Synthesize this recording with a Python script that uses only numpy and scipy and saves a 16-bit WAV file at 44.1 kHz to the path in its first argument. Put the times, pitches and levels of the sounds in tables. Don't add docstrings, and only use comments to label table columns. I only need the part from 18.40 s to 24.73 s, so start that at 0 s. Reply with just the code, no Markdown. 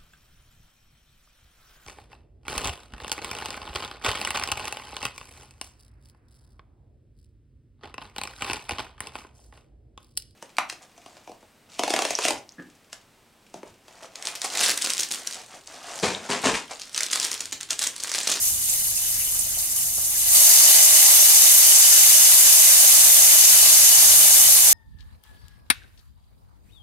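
import sys
import numpy as np
from scipy import signal
from scipy.fft import rfft, irfft, next_fast_len
from scipy.io import wavfile

SR = 44100
rng = np.random.default_rng(int(sys.argv[2]) if len(sys.argv) > 2 else 0)


def materialize(psi):
    bounded = np.clip(np.atleast_2d(psi).T, -1, 1)
    quanta = np.round(bounded * 32767).astype(np.int16)
    wavfile.write(sys.argv[1], SR, quanta)


N = 279153
TIME = np.arange(N) / SR
SIZE = next_fast_len(N + SR)
HZ = np.maximum(np.arange(SIZE // 2 + 1) * SR / SIZE, 1)

LANDING_S = 2.064
# start_s, end_s
LEAVES_SPAN = (1.8, 2.9)


def from_db(db):
    return 10 ** (np.asarray(db) / 20)


def rms_one(x):
    return x / np.sqrt(np.mean(x ** 2) + 1e-20)


def over_hz(points):
    hz, value = np.transpose(points)
    return np.interp(np.log(HZ), np.log(hz), value)


def filtered(x, response):
    return irfft(rfft(x, SIZE) * response, SIZE)[..., :N]


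def unit_in_band(response, low, high):
    band = (HZ > low) & (HZ < high)
    return response / np.sqrt(np.mean(np.abs(response) ** 2 * band))


def drift(rate_hz, step=40):
    pole = np.exp(-2 * np.pi * rate_hz * step / SR)
    count = N // step + 2
    noise = rng.standard_normal(2 * count)
    slow = signal.lfilter([1], [1, -2 * pole, pole * pole], noise)[count:]
    return np.interp(np.arange(N) / step, np.arange(count), rms_one(slow))


def tick(start_s, level_db, pitch_hz, width_hz):
    click = from_db(level_db) * signal.unit_impulse(N, round(start_s * SR))
    ring = 1 / (1 + 2j * (HZ - pitch_hz) / width_hz) ** 2
    return filtered(click, unit_in_band(ring, 0, SR))


def frying(fizz_db=2.0, sputter_db=2.0, bubbling_db=-2.0, seethe_db=0.36, seethe_hz=26):
    # bare oil [per s], with leaves [per s]
    burst_rates = (6000, 20000)
    # time_s, sputter_db, bubbling_db
    steam_levels = [(0, -23.5, -24.5), (.35, -22, -25.5), (1.55, -23.5, -24), (1.82, -23.5, -25),
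                    (2.0, -22.5, -25), (2.3, -18, -19.3), (2.55, -19, -21), (2.8, -20, -22),
                    (3.6, -19, -23.5), (4.8, -20, -22), (5.35, -19, -21), (6.3, -21, -22)]
    time_s, sputter_curve, bubbling_curve = np.transpose(steam_levels)
    per_s = np.interp(TIME, LEAVES_SPAN, burst_rates)

    sputter_edge_hz, bubbling_edge_hz = 5100, 1120
    colour = sizzle_colour()
    coarse = 1 / (1 + (HZ / sputter_edge_hz) ** 6)
    deep = 1 / (1 + (HZ / bubbling_edge_hz) ** 8)
    high = unit_in_band(colour * np.sqrt(1 - coarse), 4500, 15000)
    middle = unit_in_band(colour * np.sqrt(coarse * (1 - deep)), 500, 2500)
    low = unit_in_band(colour * np.sqrt(deep), 400, 1200)

    fizz = bursts(per_s, spread_db=-0.1, surge_db=2.5, low_hz=4160, high_hz=15100, octaves=0.33, count=20)
    fizz = fizz + from_db(-18) * crackle()
    sputter = bursts(per_s * .45, spread_db=1.4, surge_db=2.6, low_hz=1106, high_hz=5380, octaves=0.17, count=16)
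    bubbling = bursts(per_s * .25, spread_db=2.0, surge_db=2.0, low_hz=490, high_hz=940, octaves=0.8, count=8)

    sputter_gain = from_db(sputter_db + np.interp(TIME, time_s, sputter_curve))
    bubbling_gain = from_db(bubbling_db + np.interp(TIME, time_s, bubbling_curve))
    steam = sputter_gain * filtered(sputter, middle) + bubbling_gain * filtered(bubbling, low)
    steam_gain = from_db(fizz_level(-1.5))
    layers = from_db(fizz_db + fizz_level(0)) * filtered(fizz, high) + steam_gain * steam
    return from_db(seethe_db * drift(seethe_hz)) * layers


def bursts(per_s, spread_db, surge_db, low_hz, high_hz, octaves, count):
    merged_share = (0.059, 0.28)
    sizes = from_db(spread_db * np.minimum(rng.exponential(1, N), 4.5)) * rng.choice([-1, 1], N)
    chance = np.clip(per_s / SR, 1e-4, 1)
    clicks = sizes * (rng.random(N) < chance) / np.sqrt(chance)
    spots = rng.integers(0, count, N)

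    pitches = np.geomspace(low_hz, high_hz, count)[:, None]
    away = (np.log2(HZ) - np.log2(pitches)) / octaves
    shares = 1 / (1 + np.square(away ** 2))
    shares = shares / shares.sum(axis=0)

    heard = 0
    for spot, share in enumerate(shares):
        own = clicks * (spots == spot) * from_db(surge_db * drift(16.7))
        room = kitchen(direct_db=-5.0, early_db=-4.5, early_t60=0.032)
        heard = heard + rfft(own, SIZE) * np.sqrt(share) * room
    separate = rms_one(irfft(heard, SIZE)[:, :N])
    hiss = rng.standard_normal((2, N))
    merged = np.clip(np.interp(TIME, LEAVES_SPAN, merged_share), 0, 1)
    return np.sqrt(1 - merged) * separate + np.sqrt(merged) * hiss


def crackle(per_s=30, spread_db=4.0):
    born = (rng.random(N) < per_s / SR) & (TIME > LANDING_S)
    clicks = born * from_db(spread_db * np.minimum(rng.exponential(1, N), 2.5))
    return rms_one(filtered(clicks, kitchen(direct_db=-6.5, early_db=0.5, early_t60=0.028)))


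def sizzle_colour():
    # (relative, per Hz)
    droplet_colour = [(250, -30.5), (410, -34), (480, -26), (600, -20.5), (850, -20.5), (1300, -20),
                      (1650, -19.5), (2200, -15), (2750, -15.3), (3200, -11.5), (3900, -11), (5000, -6.5),
                      (6300, 2), (7600, 1), (9000, 4), (10200, 2), (11500, 4), (12800, 1.5), (14000, -3),
                      (15300, -7)]
    # pitch_hz, width_hz, height_db (over the hiss)
    resonances = [(196, 16, 4), (369, 9, 10), (495, 14, 2), (587, 18, 3), (635, 25, 6.5), (728, 18, 7),
                  (802, 27, 7), (951, 20, 4.5), (1025, 18, 3), (1130, 40, 0), (1178, 26, 5), (1265, 25, 0),
                  (1561, 24, 2), (1630, 22, 0), (1720, 45, 1), (1971, 36, -1), (2388, 38, 0),
                  (2734, 30, -1.5), (2950, 280, -4.5), (3532, 170, -2.5), (4098, 80, -4), (4307, 80, -5)]
    rings = sum(from_db(db) ** 2 / (1 + (2 * (HZ - hz) / width) ** 2) for hz, width, db in resonances)
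    low_cut = 1 / np.sqrt(1 + (190 / HZ) ** 4)
    return from_db(over_hz(droplet_colour)) * np.sqrt(1 + rings) * low_cut


def fizz_level(flare_db):
    # start_s, length_s, level_db (before flare_db)
    drips = [(0.0, 0.083, -25), (0.285, 0.056, -26.5), (0.435, 0.068, -31), (0.573, 0.077, -30.5),
             (0.66, 0.33, -31.5), (1.185, 0.021, -28.5), (1.36, 0.045, -26), (1.58, .12, -32),
             (1.695, 0.085, -28)]
    oil_db, leaves_db = -27, -6.5
    attack_s, release_s = 0.00084, 0.047
    swell_db_per_s, drying_db_per_s = 78.5, 2.05
    power = from_db(oil_db) ** 2
    for start_s, length_s, level_db in drips:
        attack = np.clip((TIME - start_s) / attack_s, 0, 1)
        release = np.exp(-np.maximum(TIME - start_s - length_s, 0) / release_s)
        power = power + (from_db(level_db + flare_db) * attack * release) ** 2
    since = TIME - LANDING_S
    leaves = from_db(leaves_db + np.minimum(swell_db_per_s * since, -drying_db_per_s * since))
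    return 10 * np.log10(power + leaves ** 2)


def spits(gain_db=19, width_hz=3000, right_db=10.5):
    # start_s, level_db (before gain_db), pitch_hz
    spitting_drops = [(0.243, -27, 8300), (0.297, -23, 8150), (0.564, -26, 8890), (0.9906, -19.5, 9400),
                      (1.257, -25, 11000), (1.311, -31, 7840), (1.666, -30, 8500)]
    ticks = sum(tick(start_s, db + gain_db, hz, width_hz) for start_s, db, hz in spitting_drops)
    heard = filtered(ticks, kitchen(direct_db=-16, early_db=-3, early_t60=.025))
    return heard * from_db([[-right_db], [right_db]])


def handling(gain_db=25):
    # start_s, level_db (before gain_db), pitch_hz, width_hz
    soft_knocks = [(0.111, -36, 79, 9), (1.172, -45, 720, 380), (1.583, -40, 920, 1700)]
    knocks = sum(tick(start_s, db + gain_db, hz, width) for start_s, db, hz, width in soft_knocks)
    return filtered(knocks, kitchen(direct_db=-3, early_db=-27))


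def rustling(pitch_hz=200, width_hz=520):
    # centre_s, half_length_s, level_db
    swishes = [(1.953, .06, -51), (5.65, 0.34, -52)]
    swell = sum(from_db(db) * np.exp(-.5 * ((TIME - s) / half) ** 2) for s, half, db in swishes)
    band = 1 / (1 + 2j * (HZ - pitch_hz) / width_hz) ** 2
    return swell * rms_one(filtered(rng.standard_normal((2, N)), band))


def burner(rumble_db=-46, waver_rad=0.19):
    # (relative, per Hz)
    flame_colour = [(15, -3), (32, 1.5), (50, 5.5), (62, -5), (78, -1.5), (115, 0.5), (145, -8.5),
                    (195, -6), (235, -16), (300, -10.5), (430, -22.5), (900, -26)]
    # pitch_hz, level_db
    hum_tones = [(49, -72), (76.5, -60.5)]
    rumble = rms_one(filtered(rng.standard_normal((2, N)), from_db(over_hz(flame_colour))))
    hum = sum(from_db(db) * np.sin(2 * np.pi * hz * TIME + waver_rad * drift(3.3)) for hz, db in hum_tones)
    return from_db(rumble_db) * rumble + hum


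def kitchen(direct_db, early_db, early_t60=0.037, room_t60=0.15):
    t = TIME[:SR // 2]
    paths = 0
    for t60, db in ((early_t60, early_db), (room_t60, 0)):
        echoes = rng.standard_normal((2, len(t))) * from_db(-60 * t / t60)
        paths = paths + from_db(db) * echoes / np.linalg.norm(echoes, axis=1, keepdims=True)
    paths[[0, 1], rng.integers(0, 20, 2)] += from_db(direct_db)
    paths = paths / np.linalg.norm(paths, axis=1, keepdims=True)
    return rfft(paths.astype(np.float32), SIZE)


def microphone(pair):
    # pitch_hz, left_minus_right_db
    balance = [(400, -0.5), (700, -3), (1000, -2.5), (1350, 2.5), (2000, 0), (3000, 0.5), (4500, 2.3),
               (5600, 2), (6300, 3), (7300, -1.5), (8800, -6.5), (10300, 0.5), (12500, 4), (14500, 0.5)]
    # pitch_hz, likeness (-1 to 1, clipped just inside)
    likeness = [(30, 0.81), (100, 1), (350, 1), (600, 0.77), (780, 0.64), (1000, 0.15), (1300, 0.16),
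                (2300, 0.25), (2750, 0.25), (3000, 0.59), (3220, -1.01), (3430, -0.46), (3620, 0.34),
                (3900, -0.052), (15000, 0.018)]
    # pitch_hz, lead_rad
    left_leads = [(350, 0), (600, -0.35), (780, 1.2), (950, 0.76), (1100, -2), (1300, 0.6), (1600, -0.8),
                  (2000, -0.1)]
    alike = np.clip(over_hz(likeness), -.99, .99)
    mid = filtered(pair[0] + pair[1], np.sqrt(1 + alike)) / 2
    side = filtered(pair[0] - pair[1], np.sqrt(1 - alike)) / 2
    halves = np.array([[.5], [-.5]])
    ears = from_db(over_hz(balance) * halves)
    ears = ears / np.sqrt(np.mean(ears ** 2, axis=0))
    delays = np.exp(1j * over_hz(left_leads) * halves)
    return filtered(np.array([mid + side, mid - side]), delays * ears)


def gain_control(x, limit_db=-11, window_s=0.026, lookahead_s=0.023, release_db_per_s=16):
    keep = np.exp(-1 / (window_s * SR))
    power = signal.lfilter([1 - keep], [1, -keep], np.mean(x ** 2, axis=0))
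    coming = np.interp(TIME + lookahead_s, TIME, power)
    over_db = np.maximum(10 * np.log10(coming + 1e-18) - limit_db, 0)
    recovery_db = release_db_per_s * TIME
    reduction_db = np.maximum.accumulate(over_db + recovery_db) - recovery_db
    return x * from_db(-reduction_db)


def scene():
    return microphone(frying() + spits() + handling() + burner() + rustling())


def record(dry):
    cutoff_hz = 15750
    steep_cut = 1 / np.sqrt(1 + (HZ / cutoff_hz) ** 400)
    return filtered(np.clip(gain_control(dry), -1, 1), steep_cut)


dry = scene()
out = record(dry)
materialize(out)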